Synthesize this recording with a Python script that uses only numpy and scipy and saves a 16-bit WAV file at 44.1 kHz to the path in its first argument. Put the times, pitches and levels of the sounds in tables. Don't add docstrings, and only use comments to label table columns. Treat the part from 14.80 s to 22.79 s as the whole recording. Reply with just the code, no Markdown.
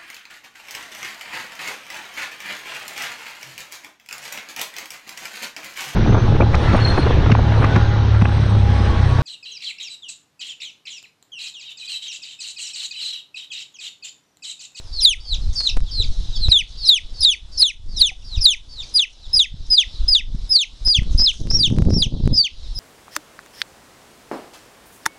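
import sys
import numpy as np
from scipy import signal
from scipy.fft import rfft, irfft
from scipy.io import wavfile
from scipy.ndimage import uniform_filter1d

SR = 44100
rng = np.random.default_rng(int(sys.argv[2]) if len(sys.argv) > 2 else 0)


def output_pcm(signal):
    pcm = np.clip(np.atleast_2d(signal).T, -1, 1) * 32767
    wavfile.write(sys.argv[1], SR, np.round(pcm).astype(np.int16))


def voltage_ratio(decibels):
    exponent = np.asarray(decibels, float) / 20
    return 10 ** exponent


N = 352359


def evened(x):
    return x / np.sqrt(np.mean(x ** 2) + 1e-20)


def read(points, hz):
    f, value = np.transpose(points)
    return np.interp(np.log(hz + 1), np.log(f + 1), value)


def add(mix, s, sound):
    part = mix[round(s * SR):][:len(sound)]
    part += sound[:len(part)]


def follow(points):
    return np.interp(np.arange(N) / SR, *np.transpose(points))


def noise(spectrum, size, patchy_db):
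    hz = np.fft.rfftfreq(size, 1 / SR)
    a, b, patches = rng.standard_normal((4 * N // size + 5, len(hz), 3)).T
    patches = uniform_filter1d(patches, size=9, axis=0)
    patches = evened(uniform_filter1d(patches, size=9, axis=1))
    z = (a + 1j * b) * voltage_ratio(read(spectrum, hz)[:, None] + patchy_db * patches)
    return evened(signal.istft(z, nperseg=size, noverlap=3 * size // 4)[1][:N])


def yard(x):
    # f/Hz, reverberation time/s
    decay_times = [(2000, 0.21), (3500, 0.33), (5000, 0.13), (8000, 0.27)]
    taps = np.zeros(SR // 2)
    at = np.arange(300, len(taps) - 20, 20)
    taps[at + rng.integers(0, 20, len(at))] = rng.choice([-1., 1.], len(at))
    hz, t, z = signal.stft(taps, SR, nperseg=256)
    decay = voltage_ratio(-60 * t / read(decay_times, hz)[:, None])
    tail = signal.istft(z * decay, SR, nperseg=256)[1]
    return signal.fftconvolve(x, tail / np.linalg.norm(tail))[:N]


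def scatter(x):
    t = np.arange(3500) / SR
    dull = signal.lfilter([1], [1, -.45], rng.standard_normal(len(t)))
    taps = dull * voltage_ratio(-60 * t / 0.16) * np.clip(t / .011 - .5, 0, 1) ** 2
    return signal.oaconvolve(x, taps / np.linalg.norm(taps))[:N]


def hiss():
    # f/Hz, level per Hz/dB
    floor_spectrum = [(88, -54), (150, -25.5), (197, -9.5), (363, -13), (998, -15.5), (1840, -22),
                      (2840, -21), (3790, -11), (4630, -18), (5250, -13), (11200, -35), (14600, -75),
                      (22000, -120)]
    return voltage_ratio(-50) * noise(floor_spectrum, size=1024, patchy_db=1.5)


def brood():
    # t/s, level/dB
    murmur = [(0, -38), (.35, -67), (.7, -48), (1.0, -45.5), (1.5, -44), (1.95, -40.5), (2.3, -49.5),
              (2.65, -59), (3.03, -61), (3.4, -51), (3.83, -58), (4.1, -46.5), (4.5, -48.5), (5.2, -45),
              (6, -49.5), (7, -40.5), (7.99, -47.5)]
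    out, t = np.zeros(N), np.linspace(0, 1, num=6000)
    for s, pitch, size in rng.random((800, 3)):
        hz = (4300 + 1500 * pitch) * (1 - 0.49 * t ** 2.3)
        peep = np.sin(2 * np.pi * np.cumsum(hz) / SR) * np.sin(np.pi * t)
        add(out, s * N / SR, voltage_ratio(5 * size) * peep)
    return voltage_ratio(follow(murmur)) * evened(yard(out))


def insect():
    # f/Hz, level/dB
    thin_tones = [
        (10790, -62),
        (11215, -82),
    ]
    t = np.arange(N) / SR
    dashes = uniform_filter1d((t * 30.5 % 1 < .6) * 1., size=120)
    return dashes * sum(voltage_ratio(db) * np.sin(2 * np.pi * hz * t) for hz, db in thin_tones)


def rustle():
    # t/s,
    # length/s, level/dB
    stirs = [(.55, 0.2, -59), (0.725, 0.11, -41), (0.838, 0.05, -39), (1.206, 0.55, -52.5),
             (1.86, 0.13, -51), (2.328, .1, -58), (2.718, .08, -54), (3.093, 0.12, -57),
             (3.528, 0.088, -60), (5.523, 0.11, -60), (4.013, 0.21, -52), (4.292, 0.055, -46),
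             (4.863, 0.028, -51.5), (6.297, 0.32, -42.5), (6.487, 0.091, -34), (6.68, 0.55, -42)]
    # f/Hz, level/dB
    leaves = [(2500, -19), (4000, -14.5), (6300, -0.5), (7200, -13), (10000, -19.5), (11500, -33)]
    t, level = np.arange(N) / SR, np.zeros(N)
    for s, length, db in stirs:
        u = np.maximum(t - s, 0) / length
        level += voltage_ratio(db) * np.minimum(u / 0.12, 1) * np.exp(-u ** 2)
    crackle = evened(uniform_filter1d(rng.standard_normal(N), size=200))
    return level * voltage_ratio(2.5 * crackle) * noise(leaves, size=256, patchy_db=3.0)


def gusts():
    # centre t/s, half width/s, rumble level/dB, flutter over rumble/dB
    gust_rows = [(0.161, 0.61, -27.5, -30), (.64, 0.088, -13.5, -28), (0.992, 0.037, -5, -26),
                 (1.278, 0.12, -16, -24), (1.48, 0.063, -18, -23), (1.7, 0.096, -14.5, -27),
                 (2.0, 0.18, -28.5, -21), (2.65, 0.4, -29, -28), (3.08, 0.098, -22, -18.5),
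                 (3.25, 0.053, -20.5, -19), (3.62, 0.23, -26, -25), (4.55, 0.081, -28, -27),
                 (4.781, 0.11, -20, -24.5), (5.222, 0.018, -17, -30), (5.33, 0.11, -16.5, -22.5),
                 (5.538, 0.072, -14, -22), (6.07, 0.036, -14.5, -30), (6.226, 0.031, -9.5, -16),
                 (6.412, 0.078, -11.5, -19.5), (6.648, 0.029, -13.5, -5.5), (6.732, 0.02, -1, -4.5),
                 (6.871, 0.099, -9, -5.5), (7.028, 0.094, -4, 4), (7.2, 0.075, -7, -3),
                 (7.352, 0.029, -12.5, 1), (7.477, 0.065, -8.5, -5.5), (7.97, 0.11, -23, -38)]
    calm_db, calm_flutter_db = -37.5, -57.5
    t = np.arange(0, N, 100) / SR
    s, width, db, over_db = np.transpose(gust_rows)[:, :, None]
    bell = np.exp(-((t - s) / width) ** 2)
    gains = []
    for rest_db, level_db in [(calm_db, db), (calm_flutter_db, db + over_db)]:
        power = voltage_ratio(2 * rest_db) + (voltage_ratio(2 * level_db) * bell).sum(axis=0)
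        gains.append(np.interp(np.arange(N) / SR, t, np.sqrt(power)))
    return gains


def wind():
    # f/Hz, level/dB
    rumble_spectrum = [(12, 6.5), (25, 10), (45, 0.5), (80, -9), (120, -18.5), (200, -50.5), (350, -100)]
    # f/Hz, level/dB
    flutter_spectrum = [(50, -7), (100, 2.5), (220, -5.5), (350, -15.5), (600, -27), (1000, -40.5),
                        (2500, -77)]
    # t/s, signed push, length/s
    pushes = [(0.979, -1.1, 0.0095), (1.688, 1, 0.0026), (3.579, 0.45, 0.003), (5.241, 0.36, 0.005),
              (6.353, 1.14, 0.0032), (4.743, 0.22, 0.0016), (5.548, 0.4, 0.0014), (6.236, 0.1, 0.0027),
              (6.19, 1.1, 0.002), (6.713, 0.5, 0.0069), (6.987, -2, 0.00213), (7.024, 4, 0.0017),
              (7.106, 1.95, 0.0005), (7.459, 1.2, 0.0019), (7.476, -1.16, 0.0009)]
    flat_at = 2.6
    lumps = uniform_filter1d(rng.standard_normal(N), size=700)
    lumps = evened(uniform_filter1d(lumps, size=700))
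    rumble = evened(noise(rumble_spectrum, size=4096, patchy_db=0.5) * voltage_ratio(3.55 * lumps))
    hits = rng.standard_normal(N) * (rng.random(N) < 260 / SR) * voltage_ratio(4.1 * lumps)
    thumps = irfft(rfft(hits) * voltage_ratio(read(flutter_spectrum, np.fft.rfftfreq(N, 1 / SR))), N)
    flutter = evened(evened(thumps) + 0.33 * noise(flutter_spectrum, size=1024, patchy_db=2.0))
    low, high = gusts()
    out = flat_at * np.tanh((low * rumble + high * flutter) / flat_at)
    t = np.arange(N) / SR
    for s, push, length in pushes:
        u = ((t - s) / length) ** 2
        out = out * (1 - np.exp(-u / 8)) + push * (1 - u / 4) * np.exp(-u / 2)
    return out


def knocks():
    # t/s, f/Hz, level/dB
    hollow_knocks = [
        (1.201, 438, -31),
        (3.316, 756, -29.5),
    ]
    out, t = np.zeros(N), np.arange(2000) / SR
    for s, hz, db in hollow_knocks:
        ring = voltage_ratio(db - 60 * t / 0.062) * np.sin(2 * np.pi * hz * t)
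        add(out, s, ring * np.minimum(t / 0.00046, 1))
    return out


def ticks():
    # t/s, level/dB
    clicks = [(0.8069, -30.5), (0.815, -37), (0.8744, -48), (1.005, -34), (1.685, -63), (2.489, -30),
              (4.198, -34), (4.636, -41), (5.3297, -38), (5.5535, -43), (4.9247, -42), (6.2325, -37),
              (6.4533, -30), (6.672, -34), (7.577, -40), (6.7476, -32), (6.79, -30), (6.803, -37),
              (6.8848, -38), (6.9019, -25), (6.9335, -35), (6.9652, -30), (7.0085, -40), (7.052, -27.5),
              (7.1373, -25.5), (7.457, -36), (7.507, -45)]
    fast_s, slow_s, edge_db = .00004, 0.00012, -14.5
    out, t = np.zeros(N), np.arange(200) / SR
    dull_push = np.exp(-t / slow_s) * (1 - t / slow_s)
    shape = dull_push + voltage_ratio(edge_db) * np.exp(-t / fast_s)
    for s, db in clicks:
        add(out, s, voltage_ratio(db + 15.5) * shape)
    return out


def far_peeps():
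    # t/s, f/Hz, level/dB
    early = [
        [(.121, 4750, -39), (.183, 4210, -29.5), (.196, 4150, -19.5), (.215, 3200, -32), (.225, 2720, -43),
         (.25, 1980, -47)],
        [(.398, 4560, -33), (.43, 4730, -47), (.495, 4450, -32.5), (.525, 3970, -21), (.542, 3520, -23),
         (.55, 2780, -38.5), (.568, 1990, -54)],
        [(.75, 4880, -28.5), (.8, 4400, -21), (.822, 4166, -30), (.842, 4410, -25.5), (.865, 4060, -20),
         (.873, 3920, -11), (.885, 3170, -31.5), (.892, 2970, -27.5), (.917, 1920, -53)],
        [(1.105, 4880, -33.5), (1.135, 4490, -32.5), (1.18, 4130, -25), (1.205, 3990, -19), (1.224, 3520, -25),
         (1.232, 2720, -43.5), (1.256, 1940, -41)],
        [(1.548, 4700, -45), (1.565, 4610, -28.5), (1.6, 4380, -42), (1.645, 4030, -16.5), (1.68, 3530, -36.5),
         (1.688, 2730, -44), (1.71, 2170, -40)],
    ]
    # t/s, f/Hz, level/dB
    late = [
        [(1.967, 4740, -40), (2.01, 4560, -35), (2.06, 4015, -20), (2.091, 3720, -29), (2.105, 2580, -40),
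         (2.127, 2200, -37)],
        [(2.336, 4650, -47), (2.385, 4450, -41), (2.42, 4230, -31), (2.43, 3720, -23), (2.458, 3660, -13),
         (2.468, 2830, -39), (2.483, 2260, -28)],
        [(2.716, 4760, -44), (2.76, 4500, -41), (2.797, 4100, -33), (2.83, 3650, -22), (2.85, 2700, -42)],
        [(3.076, 4690, -48), (3.115, 4690, -42.5), (3.155, 4170, -38.5), (3.185, 3770, -22.5), (3.2, 3370, -36),
         (3.215, 2410, -35)],
        [(3.436, 4720, -46), (3.47, 4840, -39), (3.505, 4270, -45.5), (3.535, 3980, -32), (3.557, 3640, -30.5),
         (3.568, 2850, -43), (3.6, 2220, -49)],
        [(3.882, 4640, -46), (3.93, 4590, -39), (3.96, 4250, -43), (4.008, 3560, -25), (4.018, 3280, -40),
         (4.03, 2520, -46.5), (4.05, 2080, -46)],
    ]
    # start t/s, end t/s, from f/Hz, to f/Hz, level/dB
    faint = [
        (.166, 0.17, 7500, 3100, -48),
        (.615, .652, 4450, 4000, -45.5),
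        (1.06, 1.106, 3800, 3050, -43.5),
        (1.525, 1.58, 4000, 3200, -36),
        (1.232, 1.278, 3600, 3200, -47),
        (2.522, 2.54, 4500, 4400, -33),
        (3.4, 3.435, 3800, 2600, -52),
        (3.57, 3.6, 5300, 4350, -41),
        (.44, .48, 3300, 3200, -52),
        (4.425, 4.47, 4200, 3300, -42.5),
    ]
    scraps = [[(start, from_hz, db), (end, to_hz, db)] for start, end, from_hz, to_hz, db in faint]
    return sorted(scraps + early + late)


def controls(rows):
    s, *columns = np.transpose(rows)
    t = np.arange(s[0], s[-1], 1 / SR)
    return t, *(uniform_filter1d(np.interp(t, s, c), size=90, mode="nearest") for c in columns)


def far_chicks():
    # f/Hz, level over the tone/dB
    far_octave = [(4500, 12), (6000, -1.5), (8000, -29), (9500, -29.5)]
    # f/Hz, level/dB
    second_voice = [(3900, -47.5), (4350, -4.5), (4800, -5.5)]
    gap_hz, closes_hz_per_s = 700, 3000
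    out = np.zeros(N)
    chance = uniform_filter1d(rng.standard_normal((60, 12000)), size=100)
    chance = uniform_filter1d(chance, size=40)
    for k, rows in enumerate(far_peeps()):
        t, hz, tone_db = controls(rows)
        hz = uniform_filter1d(hz, size=250, mode="nearest")
        quiver = evened(np.roll(chance, 3 * k, axis=0)[:4, :len(t)])
        turn = 2 * np.pi * np.cumsum(hz * (1 + .006 * quiver[0])) / SR
        twin_hz = hz + gap_hz - closes_hz_per_s * (t - t[0]) + 40 * quiver[1]
        twin = 2 * np.pi * np.cumsum(twin_hz) / SR
        tone = np.sin(turn) + voltage_ratio(read(far_octave, 2 * hz)) * np.sin(2 * turn)
        tone = voltage_ratio(2.28 * quiver[2]) * tone
        tone += voltage_ratio(read(second_voice, hz) + 3 * quiver[3]) * np.sin(twin)
        add(out, t[0], np.sqrt(2) * voltage_ratio(tone_db) * tone * signal.windows.tukey(len(t), .15))
    add(out, .018, voltage_ratio(-15) * out.copy())
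    return out


def rattle():
    # start t/s, end t/s, slap rate f/Hz
    rattles = [(.2, .222, 235), (1.69, 1.712, 235), (2.05, 2.075, 235), (2.41, 2.43, 260),
               (2.775, 2.795, 260), (3.165, 3.192, 235), (3.609, 3.636, 235), (4.549, 4.563, 235),
               (5.728, 5.737, 235), (5.781, 5.787, 235), (6.069, 6.088, 205), (6.386, 6.416, 235),
               (6.714, 6.739, 410), (6.773, 6.792, 330), (7.09, 7.143, 480), (7.553, 7.578, 240),
               (7.97, 7.99, 235)]
    t, out = np.arange(N) / SR, np.zeros((2, N))
    wobble = evened(uniform_filter1d(rng.standard_normal(N), size=300))
    for start, end, rate in rattles:
        now = (t >= start) & (t < end)
        phase = np.cumsum(rate * voltage_ratio(1.8 * wobble[now])) / SR % 1
        out[0, now] = .9 * phase * np.minimum((end - t[now]) / .004, 1)
        out[1, now] = rate
    return uniform_filter1d(out, size=38)


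def near_peeps():
    # start t/s, break t/s, end t/s, opening f/Hz, effort/dB
    shrill = [
        (.202, .243, .351, 5697, 0.5),
        (1.685, 1.708, 1.828, 5410, 0.5),
        (2.05, 2.083, 2.197, 5380, 0.5),
        (2.402, 2.441, 2.556, 5280, 3),
        (2.772, 2.816, 2.921, 5505, 2.5),
        (3.162, 3.207, 3.311, 5610, -0.5),
        (3.603, 3.649, 3.756, 5590, 3),
    ]
    held = [
        (4.137, 4.178, 4.258, 4947, -6.5),
        (4.529, 4.58, 4.664, 5140, 1),
        (4.899, 4.958, 5.043, 5064, -2.5),
        (5.278, 5.336, 5.416, 5118, -1),
        (6.046, 6.124, 6.2, 5077, -1.5),
        (7.947, 8.0, 8.07, 5130, -20),
    ]
    slurred = [
        (5.69, 5.761, 5.851, 5210, 1),
        (7.527, 7.615, 7.685, 5074, 0.25),
    ]
    warbled = [
        (6.374, 6.455, 6.52, 5065, -2),
        (6.7, 6.82, 6.886, 5396, -0.5),
        (7.092, 7.208, 7.265, 5310, -3.5),
    ]
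    # f before the break/Hz, f after it/Hz, break/s, hold of the opening (exponent), attack/s
    shrill_way = (4750, 3880, .016, 0.81, 0.0032)
    held_way = (4720, 3860, 0.014, 2.3, 0.0064)
    slurred_way = (4550, 4045, 0.018, 2, 0.012)
    warbled_way = (4780, 3900, 0.016, 5.5, 0.0088)
    # t before the end/s, f/Hz
    shrill_slide = [(0.049, 3285), (0.027, 2885), (0.015, 2450), (0.0012, 1790)]
    held_slide = [(0.048, 3380), (0.033, 3063), (0.016, 2550), (0.003, 1910)]
    slurred_slide = [(.036, 3300), (.021, 2900), (.012, 2480), (0, 1800)]
    warbled_slide = [(0.038, 3480), (0.019, 2980), (0.0045, 2540), (0.0018, 2200)]
    # f/Hz, level/dB
    shrill_beak = [(1800, -35.5), (2400, -17), (3050, -10), (3400, -1.5), (3800, 1), (4200, 3),
                   (4600, -15.5), (5500, -18.5)]
    held_beak = [(1800, -22.5), (2300, -21.5), (3000, -8.5), (3600, 5), (3900, -0.5), (4400, -7),
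                 (4750, 0.5), (5300, -14)]
    slurred_beak = [(1800, -37.5), (2200, -25.5), (2700, -14.5), (3350, -9), (3900, -11), (4300, 3),
                    (4600, 3), (5100, -10)]
    warbled_beak = [(2200, -12), (2600, -20.5), (3000, -3), (3600, 4.5), (3900, -0.5), (4400, -2.5),
                    (4750, -8), (5500, -9.5)]
    # f/Hz, width/Hz, depth/dB
    notches = [
        (3200, 65, 15),
        (2770, 70, 10),
    ]
    # centre
    # t/s, half width/s, f/Hz, level/dB
    wavers = [(1.714, 0.0051, -150, -17), (1.782, 0.053, 10, 3.5), (2.064, .008, 147.5, -3),
              (2.4, 0.0147, -250, -6), (2.42, 0.01213, 202, 1), (2.428, 0.00452, -250, -4),
              (2.446, 0.00567, 203.5, 2), (2.451, 0.0055, -250, -2.5), (2.794, .005, -250, -9),
              (2.819, .006, -250, -1.5), (3.606, 0.0081, -61.5, -10), (4.184, 0.0049, -200, 4),
              (4.59, 0.0011, 14, -12), (5.346, 0.0021, 7, -12), (2.811, 0.01, 200.5, 3.5),
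              (3.194, 0.0051, -150, -16), (3.638, 0.0041, -39, -14), (4.139, 0.0144, 99, -5),
              (4.202, .008, -150, 5), (4.235, 0.017, 7, 15), (5.287, 0.015, -44.5, 3.5),
              (5.696, .015, -120, -10), (5.748, 0.017, -4, -10.5), (5.791, 0.0089, -3, 5.5),
              (6.049, 0.017, -54, -11.5), (6.143, 0.0056, 0, -18.5), (6.132, 0.007, 251.5, 0),
              (4.586, 0.00725, 253.5, -6.5), (4.972, 0.011, 151, -3), (4.628, 0.0058, 54, 3.5),
              (4.569, 0.02, 1, -5), (6.407, 0.0171, -76, 4.5), (6.449, 0.015, 311, 7.5),
              (6.376, .004, -250, -2), (1.694, 0.009, 4, -10), (6.698, 0.0074, -700, 21),
              (6.764, 0.016, 215, 1.5), (6.806, 0.014, -330, 3.5), (4.96, 0.0037, 7, -10),
              (6.754, 0.0068, 3, 5.5), (7.1, 0.018, 98.5, -4.5), (7.122, 0.011, -200, -5.5),
              (7.165, 0.014, 249, 2.5), (7.189, 0.01033, -220, 0), (7.251, 0.0072, -92, 0),
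              (7.6, 0.011, -74, -4.5), (7.623, 0.005, 149, -14.5), (7.634, 0.006, 15, -12.5),
              (.282, .035, -110, .5),
        (2.833, .014, 140, .5),
        (7.216, .004, 5, -9),
        (6.731, .009, -160, -1.5),
        (6.785, .007, -150, -5),
        (3.703, .003, 5, -11),
        (3.712, .004, 5, 9),
        (4.638, .003, 5, -9),
        (6.124, .008, 5, -3),
    ]
    # break t/s, half width/s, f/Hz
    snaps = [
        (.25, 0.0056, 99),
        (2.09, 0.0059, 100.7),
        (3.655, 0.0055, 120),
        (6.462, 0.0034, 278),
        (7.218, 0.0056, 120),
        (7.633, .005, 220),
        (6.829, .007, 150),
    ]
    manners = [(shrill, shrill_way, shrill_slide, shrill_beak, 1),
               (held, held_way, held_slide, held_beak, .4),
               (slurred, slurred_way, slurred_slide, slurred_beak, 0),
               (warbled, warbled_way, warbled_slide, warbled_beak, 0)]
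    for peeps, way, slide, beak, echo in manners:
        knee_hz, low_hz, break_s, hold, attack_s = way
        before, slide_hz = np.transpose(slide)
        for start, snap, end, top_hz, effort_db in peeps:
            t = np.arange(start, end, 1 / SR)
            s, width, *sizes = np.transpose(wavers)[:, :, None]
            bend_hz, accent_db = (sizes * np.exp(-((t - s) / width) ** 2)).sum(axis=1)
            s, width, swing_hz = np.transpose(snaps)[:, :, None]
            u = (t - s) / width
            bend_hz = bend_hz - (2 * swing_hz * u * np.exp(-u ** 2)).sum(axis=0)
            high = top_hz - (top_hz - knee_hz) * ((t - start) / (snap - start)) ** hold
            corners = np.maximum.accumulate([snap, snap + break_s, *(end - before)])
            low = np.interp(t, corners, [knee_hz, low_hz, *slide_hz])
            hz = np.where(t < snap, high, low) + bend_hz
            hz = uniform_filter1d(hz, size=90, mode="nearest")
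            lost_db = echo * sum(db * np.exp(-((hz - f) / wide) ** 2) for f, wide, db in notches)
            attack_db = 21.5 * np.exp(-(t - start) / attack_s)
            yield t, hz, effort_db + read(beak, hz) + accent_db - lost_db - attack_db


def near_chick():
    # f/Hz, level/dB
    octave = [(3600, -63.5), (4800, -31), (6400, -14.5), (7400, -24), (8200, -30), (9600, -21),
              (10200, -32.5), (10900, -48.5)]
    # f/Hz, level/dB
    third = [(4500, -38), (6500, -4.5), (9000, -7), (10500, -7.5), (12000, -43)]
    # t/s, level/dB
    facing = [(.28, -2), (1.76, -3.5), (2.13, -3), (2.48, 2), (2.85, 4), (3.24, .5), (3.69, 5), (4.2, 1),
              (4.6, 3.5), (4.97, -2.5), (5.35, -1.5), (5.77, 1), (6.13, 0.5), (6.45, -3), (6.8, 4.5),
              (7.2, 4.5), (7.6, -3.5)]
    # f/Hz, width/Hz, depth/dB
    octave_dip = (6810, 82, 15.3)
    dip_hz, width, depth_db = octave_dip
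    out, (ramp, rate) = np.zeros(N), rattle()
    quiver = evened(uniform_filter1d(rng.standard_normal(N), size=60))
    flicker = evened(uniform_filter1d(quiver, size=350))
    for t, hz, tone_db in near_peeps():
        at = np.minimum((t * SR).astype(int), N - 1)
        sag, rough = ramp[at], uniform_filter1d((ramp[at] > .01) * 1., size=130)
        jolt = rate[at] / 2000 * ((1 - sag) ** 2 - .42)
        hz = hz * (1 + rough * (jolt + .01 * quiver[at]))
        turn = 2 * np.pi * np.cumsum(hz) / SR
        dull_db = 2.07 * min(t[0], 7.5) * np.clip((hz - 2600) / 1800, .3, 1)
        octave_db = read(octave, 2 * hz) + 0.14 * tone_db + 3.5 - dull_db
        octave_db = octave_db + 1.6 * flicker[at] + np.interp(t, *np.transpose(facing))
        octave_db = octave_db - depth_db * np.exp(-((2 * hz - dip_hz) / width) ** 2) - 6 * rough
        third_db = octave_db + read(third, 3 * hz) - 1.66 * t[0]
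        tone = voltage_ratio(tone_db) * np.sin(turn) + voltage_ratio(octave_db) * np.sin(2 * turn)
        tone += voltage_ratio(third_db) * np.sin(3 * turn)
        tone = tone * (1 + 0.12 * rough) * (1 - sag)
        add(out, t[0], np.sqrt(2) * tone * signal.windows.tukey(len(t), .07))
    return out


def wall_slap(near):
    # t/s, level/dB
    slap = [
        (0, -32.5),
        (6.8, -15),
        (7.2, -9),
        (7.5, -14),
    ]
    thin = uniform_filter1d(np.diff(near, prepend=0), size=4)
    out = np.zeros(N)
    add(out, .024, thin * voltage_ratio(follow(slap)))
    return out


def scene():
    floor = hiss() + brood() + insect() + rustle()
    far, near = far_chicks(), near_chick()
    near = near + wall_slap(near)
    early = scatter(voltage_ratio(-23.5) * near + voltage_ratio(-13.5) * far)
    late = yard(voltage_ratio(-26.0) * near + voltage_ratio(-22.5) * far)
    chicks = near + far + early + late
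    return (chicks + wind() + knocks() + ticks() + floor)[None]


def level_control():
    # first t/s, number of steps, t between steps/s
    runs = [(.2477, 4, .0043), (.9688, 2, .0041), (1.6852, 1, 0), (1.7173, 4, .0042), (2.09, 4, .0042),
            (2.438, 5, .0047), (2.8077, 1, 0), (2.82, 5, .0041), (3.2146, 4, .0041), (3.6515, 5, .0043),
            (4.1638, 5, .0105), (4.5544, 2, .018), (4.5943, 3, .0047), (4.9283, 3, .0096),
            (5.2895, 3, .0043), (5.3524, 2, .0042), (5.7327, 1, 0), (5.7593, 3, .0041), (6.0761, 2, .0098),
            (6.1045, 1, 0), (6.3531, 1, 0), (6.3987, 4, .0246), (6.7116, 2, .0045), (6.7706, 1, 0),
            (6.8166, 2, .0216), (6.986, 2, .036), (7.1056, 1, 0), (7.2253, 2, .009), (7.4765, 1, 0),
            (7.5446, 1, 0), (7.5926, 2, .0117)]
    cut_db, climb_db, climb_s = 3, 1.5, .032
    t, gain_db, last_db = np.arange(N) / SR, np.zeros(N), 0
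    cuts = [first + k * gap for first, steps, gap in runs for k in range(steps)]
    for start, end in zip(cuts, [*cuts[1:], N / SR]):
        now = slice(int(start * SR), int(end * SR))
        stairs = uniform_filter1d((t[now] - start) // climb_s, size=50, mode="nearest")
        gain_db[now] = np.minimum(last_db - cut_db + climb_db * stairs, 0)
        last_db = gain_db[now][-1]
    return voltage_ratio(gain_db)


def half_rate(x):
    x = signal.oaconvolve(x, signal.firwin(81, 10700, fs=SR), "same")
    mirror = x * np.cos(2 * np.pi * 11025 * 2 * np.arange(N) / SR)
    return x + voltage_ratio(-6.0) * signal.oaconvolve(mirror, signal.firwin(81, 11700, fs=SR), "same")


def band_limit(x):
    return signal.sosfilt(signal.butter(12, 16120, fs=SR, output="sos"), x)


def record(dry):
    x = np.clip(dry[0] * level_control(), -.74, .74)
    x = np.clip(half_rate(x), -.77, .77)
    return band_limit(x[None])


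dry = scene()
out = record(dry)
output_pcm(out)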